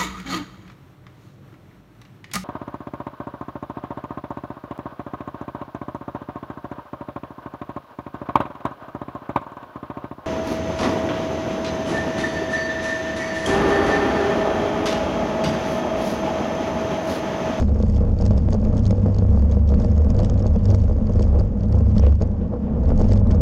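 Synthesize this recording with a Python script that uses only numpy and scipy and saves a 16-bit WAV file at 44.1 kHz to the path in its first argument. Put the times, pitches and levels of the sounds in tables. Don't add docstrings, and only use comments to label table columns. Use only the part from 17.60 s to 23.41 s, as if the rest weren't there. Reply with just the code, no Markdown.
import sys
import numpy as np
from scipy import signal
from scipy.fft import next_fast_len
from scipy.io import wavfile

SR = 44100
rng = np.random.default_rng(int(sys.argv[2]) if len(sys.argv) > 2 else 0)


def transcribe(signal):
    frames = np.atleast_2d(signal).T
    limited = np.clip(frames, -1, 1)
    pcm = np.round(limited * 32767).astype(np.int16)
    wavfile.write(sys.argv[1], SR, pcm)


N = 256220

# time of greatest height [t/s], peak of the case ring [level/dB]
HARD_RATTLES = [(0.146, -42), (0.2029, -40), (0.2266, -34), (0.257, -50), (0.279, -49), (0.299, -36),
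                (0.346, -41), (0.3625, -37), (0.369, -37), (0.5887, -36), (0.613, -31.5), (0.624, -34),
                (0.655, -33), (0.665, -31), (0.709, -31.5), (0.777, -36), (0.781, -34), (0.905, -38),
                (0.932, -26.5), (0.944, -34), (1.051, -36), (1.178, -36), (1.194, -37), (1.236, -42),
                (1.255, -33), (1.266, -29), (1.277, -41), (1.309, -31.5), (1.463, -42.5), (1.5466, -37),
                (1.586, -31.5), (1.704, -45), (1.914, -38), (1.921, -36), (2.091, -34), (2.147, -37),
                (2.2, -35.5), (2.223, -40), (2.247, -35), (2.3177, -40), (2.362, -45), (2.504, -33),
                (2.547, -41.5), (2.5664, -38), (2.5916, -28), (2.602, -35), (2.6334, -34), (2.648, -29),
                (2.699, -29.5), (2.742, -42), (2.778, -40), (2.7956, -37), (2.826, -38), (2.8674, -31),
                (2.962, -41.5), (3.056, -31.5), (3.089, -41), (3.103, -27), (3.148, -29), (3.203, -42),
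                (3.2181, -41), (3.4708, -40), (3.536, -41), (3.596, -34.5), (3.621, -38), (3.628, -30),
                (3.642, -43), (3.798, -33), (4.009, -44), (4.035, -39.5), (4.1261, -36.5), (4.1535, -41),
                (4.1875, -38.5), (4.354, -46), (4.3814, -28), (4.397, -29), (4.606, -52), (4.614, -42),
                (4.6223, -32.5), (5.237, -48.5), (5.256, -44), (5.292, -40), (5.3778, -35.5), (5.397, -39),
                (5.415, -34.5), (5.488, -37), (5.508, -42), (5.5216, -29.5), (5.533, -33), (5.5756, -35.5),
                (5.672, -44), (5.713, -33)]


def bar(thud_db, lower_db, upper_db):
    # centre [f/Hz], width of one resonance pass [width/Hz]
    bending_modes = [(71.5, 3.0), (98, 3.5)]
    thud_noise, *mode_noises = rng.standard_normal((3, N + SR))
    low_noise = band(thud_noise, (21.7, 66.7), order=3)[SR:]
    thudding = from_db(thud_db) * evened(low_noise, share=0.96)
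    bending = np.zeros(N)
    for noise, (hz, width_hz), db in zip(mode_noises, bending_modes, (lower_db, upper_db)):
        mode = resonate(resonate(noise, hz, width_hz), hz, width_hz)[SR:]
        bending += from_db(db) * evened(mode, share=0.93)
    return thudding, bending


def frame(drum_db, mount_db, edges):
    # centre [f/Hz], width [width/Hz], relative level [level/dB]
    frame_modes = [(106.9, 19.9, -7), (158.6, 47.6, -5.5), (206.3, 25.8, 1.5), (232.05, 25.35, -2),
                   (262.6, 25.1, -8.5)]
    # centre [f/Hz], width [width/Hz], relative level [level/dB]
    mount_modes = [(324, 42, -6), (479.2, 49.7, -1), (616, 70.6, -6.5), (816, 133, -16), (1100, 232, -21),
                   (1360, 590, -29.5)]
    # time of greatest height [t/s], peak of the mount ring before the low-pass [level/dB]
    hard_knocks = [(0.179, -23.5), (0.2029, -17), (0.2366, -17.5), (0.4139, -21.5), (0.4378, -18.5),
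                   (0.6038, -20.5), (0.627, -19), (0.7095, -14.5), (0.7762, -22.5), (0.892, -27),
                   (0.933, -19), (0.9434, -18), (1.0619, -20), (1.1385, -19), (1.3095, -20), (1.329, -16.5),
                   (1.461, -14), (1.484, -20.5), (1.524, -26), (1.5921, -20), (1.6243, -17),
                   (1.6523, -21.5), (1.75, -20.5), (1.776, -19.5), (1.9714, -18), (2.1225, -18),
                   (2.3724, -22), (2.47, -19.5), (2.6329, -21), (2.7236, -25), (2.8457, -19),
                   (2.861, -15.5), (3.0959, -19), (3.1478, -16), (3.2974, -20), (3.3128, -18.5),
                   (3.503, -21.5), (3.596, -16), (3.8139, -18.5), (4.1468, -17), (4.1778, -22.5),
                   (4.3814, -23), (4.397, -17.5), (4.4383, -16.5), (4.6154, -15), (4.6235, -20),
                   (4.629, -19.5), (5.3204, -12.5), (5.4049, -16.5), (5.4151, -13), (5.5221, -22.5),
                   (5.6172, -19.5), (5.669, -22.5)]

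    drum_noise = rng.standard_normal(N) * (from_db(10.0) + edges)
    drumming = rms_one(body(drum_noise, frame_modes))
    lumps = bursts(per_s=13, spread_db=1.5, length_s=0.085)
    jolts = rng.standard_normal(N) * (from_db(4.5) + edges) * (from_db(11.0) + lumps)
    knocking = rms_one(body(jolts, mount_modes))

    pushes = rng.choice([-1, 1], (len(hard_knocks), 1)) * np.hanning(int(0.00051 * SR))
    mount_knocks = struck(hard_knocks, pushes, mount_modes, spread_db=0.0)
    frame_knocks = from_db(-2.5) * struck(hard_knocks, pushes, frame_modes, spread_db=1.0)
    shaken = from_db(drum_db) * drumming + from_db(mount_db) * knocking + mount_knocks + frame_knocks
    return low_pass(shaken, 2200.0, order=2)


def rattle(chatter_db, edges, beat):
    # centre [f/Hz], width [width/Hz], relative level [level/dB]
    case_modes = [(1820, 900, -9), (2620, 760, -10), (3350, 980, -7), (4515, 530, 0), (5340, 800, -1.5),
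                  (6540, 210, 1.5), (7200, 1100, -10)]
    # centre [f/Hz], width [width/Hz], relative level [level/dB]
    clamp_modes = [(1440, 800, -0.5), (2920, 1400, -1)]

    ticks = beat * bursts(per_s=300, spread_db=3.0, length_s=0.003) + from_db(-6.0) * edges
    ticking = rng.standard_normal(N) * (from_db(-6.5) + ticks)
    chatter = from_db(chatter_db) * rms_one(body(ticking, case_modes))
    faint_hiss = from_db(-74.5) * rms_one(body(rng.standard_normal(N), case_modes))

    swell = np.hanning(int(0.0042 * SR)) ** 2
    contacts = rng.standard_normal((len(HARD_RATTLES), len(swell))) * swell
    contacts = low_pass(contacts, 6700, order=2)
    hard = struck(HARD_RATTLES, contacts, case_modes, spread_db=3.0)
    clacks = from_db(-13) * struck(HARD_RATTLES, contacts, clamp_modes, spread_db=3.0)
    return chatter + faint_hiss + clacks + hard


def tyre(hiss_db, edges):
    grit = rng.standard_normal(N) * (from_db(3.5) + edges)
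    return from_db(hiss_db) * rms_one(band(grit, (870, 3230), order=4))


def struck(blows, forces, modes, spread_db):
    out = np.zeros(N)
    strengths_db = rng.normal(0, spread_db, (len(blows), len(modes)))
    for (s, db), force, strength_db in zip(blows, forces, strengths_db):
        varied_modes = np.array(modes) + np.outer(strength_db, [0, 0, 1])
        ring = body(np.pad(force, (0, SR // 15)), varied_modes)
        height = np.abs(ring).max()
        at = round(s * SR) - np.abs(ring).argmax()
        out[at:at + len(ring)] += (from_db(db) * ring / height)[:N - at]
    return out


def bursts(per_s, spread_db, length_s):
    present = rng.random(N) < per_s / SR
    sizes = from_db(spread_db * np.minimum(rng.exponential(1, N), 3.5)) * present
    hump = np.hanning(int(length_s * SR))
    return rms_one(signal.fftconvolve(sizes, hump, "same").clip(0))


def body(x, modes):
    out = 0
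    for k, (hz, width_hz, db) in enumerate(modes):
        out = out + (-1) ** k * from_db(db) * resonate(x, hz, width_hz)
    return out


def resonate(x, hz, width_hz):
    r = np.exp(-np.pi * width_hz / SR)
    numerator = np.array([1, 0, -1]) * (1 - r * r) / 2
    denominator = [1, -2 * r * np.cos(2 * np.pi * hz / SR), r * r]
    return signal.lfilter(numerator, denominator, x)


def evened(x, share):
    swell = np.abs(signal.hilbert(rms_one(x), next_fast_len(N))[:N])
    return rms_one(x / (swell + 0.017) ** share)


def band(x, edges_hz, order):
    return signal.sosfilt(signal.butter(order, edges_hz, "band", fs=SR, output="sos"), x)


def low_pass(x, cut_hz, order):
    return signal.sosfilt(signal.butter(order, cut_hz, fs=SR, output="sos"), x)


def from_db(db):
    return 10 ** (np.asarray(db) / 20)


def rms_one(x):
    return x / np.sqrt(np.mean(x ** 2) + 1e-20)


def in_time(rows):
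    s, *columns = np.transpose(rows)
    return [np.interp(np.arange(N) / SR, s, column) for column in columns]


def with_swells(base_db, swells):
    t = np.arange(N) / SR
    power = from_db(base_db) ** 2
    for s, db, length_s in swells:
        start, end = np.searchsorted(t, [s - length_s / 2, s + length_s / 2])
        hump = np.cos(np.pi * (t[start:end] - s) / length_s) ** 2
        power[start:end] += (from_db(db) * hump) ** 2
    return 10 * np.log10(power)


def scene():
    # [t/s], [level/dB]
    paving = [(0, -49), (.06, -61.5), (.42, -60), (.55, -65), (.62, -63.5), (1.4, -61.5), (1.9, -62),
              (2.04, -67.5), (2.1, -59), (2.45, -63), (2.75, -63), (3.0, -62), (3.27, -60.5), (3.34, -65.5),
              (3.8, -60.5), (3.9, -69), (4.48, -59.5), (4.57, -66), (4.8, -71), (5.13, -73.5), (5.4, -57),
              (5.58, -56.5), (5.63, -76.5), (5.72, -57.5), (5.8, -64.5)]
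    # [t/s], deep thudding [level/dB], frame drumming [level/dB],
    # mount knocking at the reference chatter [level/dB]
    rolling = [(0, -18, -21, -31), (.07, -22.5, -25, -34.5), (.74, -19, -23.5, -33.5),
               (1.5, -22.5, -23, -33), (2.08, -24.5, -26, -32.5), (2.2, -20.5, -20.5, -33.5),
               (2.42, -29, -30, -33), (2.5, -18.5, -20, -33), (2.7, -20, -25.5, -31.5),
               (3.3, -22.5, -25.5, -33.5), (3.77, -19, -25.5, -32.5), (4.15, -27, -25.5, -32),
               (4.38, -17, -21.5, -33), (4.5, -23, -23.5, -31), (4.58, -25, -30, -43),
               (4.63, -24.5, -27, -31.5), (4.97, -35, -27, -30), (5.15, -26.5, -23.5, -25),
               (5.29, -16.5, -18.5, -31.5), (5.52, -17, -22.5, -32.5), (5.8, -21, -19.5, -29)]
    # [t/s], lower mode [level/dB], upper mode [level/dB]
    swing = [(0.0, -26, -23.5), (0.1, -18.5, -27), (0.63, -21.5, -23), (0.71, -19, -14.5),
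             (0.79, -22, -37.5), (0.86, -22.5, -18), (1.0, -35, -26.5), (1.06, -21, -28.5),
             (1.15, -20, -19.5), (1.52, -28, -19.5), (1.7, -15, -16.5), (1.87, -15, -30.5),
             (1.94, -17.5, -21.5), (2.16, -15, -27.5), (2.21, -23, -29), (2.31, -18, -17.5),
             (2.42, -11.5, -37.5), (2.58, -30, -16.5), (2.87, -27, -19.5), (2.92, -12.5, -32),
             (3.04, -35.5, -20), (3.09, -20.5, -13), (3.29, -15.5, -23), (3.36, -22, -24),
             (3.51, -27.5, -22.5), (3.58, -19.5, -19), (3.76, -14, -31), (3.81, -23.5, -17.5),
             (3.91, -39.5, -30), (4.15, -17, -17), (4.26, -15, -20.5), (4.36, -38.5, -19), (4.44, -9, -21),
             (4.75, -28, -26), (4.83, -20.5, -36.5), (4.91, -37.5, -28.5), (5.02, -26.5, -40.5),
             (5.23, -25.5, -32.5), (5.27, -17.5, -23), (5.33, -20, -33), (5.51, -31, -14.5),
             (5.8, -13, -22.5)]
    # time of greatest height [t/s], [level/dB], [length/s]
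    scuffs = [(4.449, -47, 0.11), (4.84, -61, 0.15), (5.08, -60.5, 0.29)]

    (paving_db,) = in_time(paving)
    thud_db, drum_db, knocking_db = in_time(rolling)
    # 24.5 dB under its peak, for 0.06 s
    unrest = [(s, db - 24.5, 0.06) for s, db in HARD_RATTLES]
    chatter_db = with_swells(paving_db, unrest)

    chatter_swing_db = chatter_db + 61
    mount_db = knocking_db + 0.38 * chatter_swing_db
    hiss_db = with_swells(-61 + 0.7 * chatter_swing_db, scuffs)
    roughness = np.clip((chatter_db + 81.0) / 26.0, 0, 1)

    thudding, bending = bar(thud_db, *in_time(swing))
    in_step = 0.35
    beat = 1 - in_step + in_step * 2 * evened(bending, share=1).clip(0) ** 2
    edges = roughness * beat * bursts(per_s=130, spread_db=1.6, length_s=0.006)

    shaking = thudding + bending + frame(drum_db, mount_db, edges)
    return (shaking + rattle(chatter_db, edges, beat) + tyre(hiss_db, edges))[None]


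def record(dry):
    top = 0.93
    rounded = top * np.tanh(dry / top)
    dull = low_pass(rounded, 9100, order=4)
    return signal.sosfilt(signal.cheby2(10, 60, 12500, fs=SR, output="sos"), dull)


dry = scene()
out = record(dry)
transcribe(out)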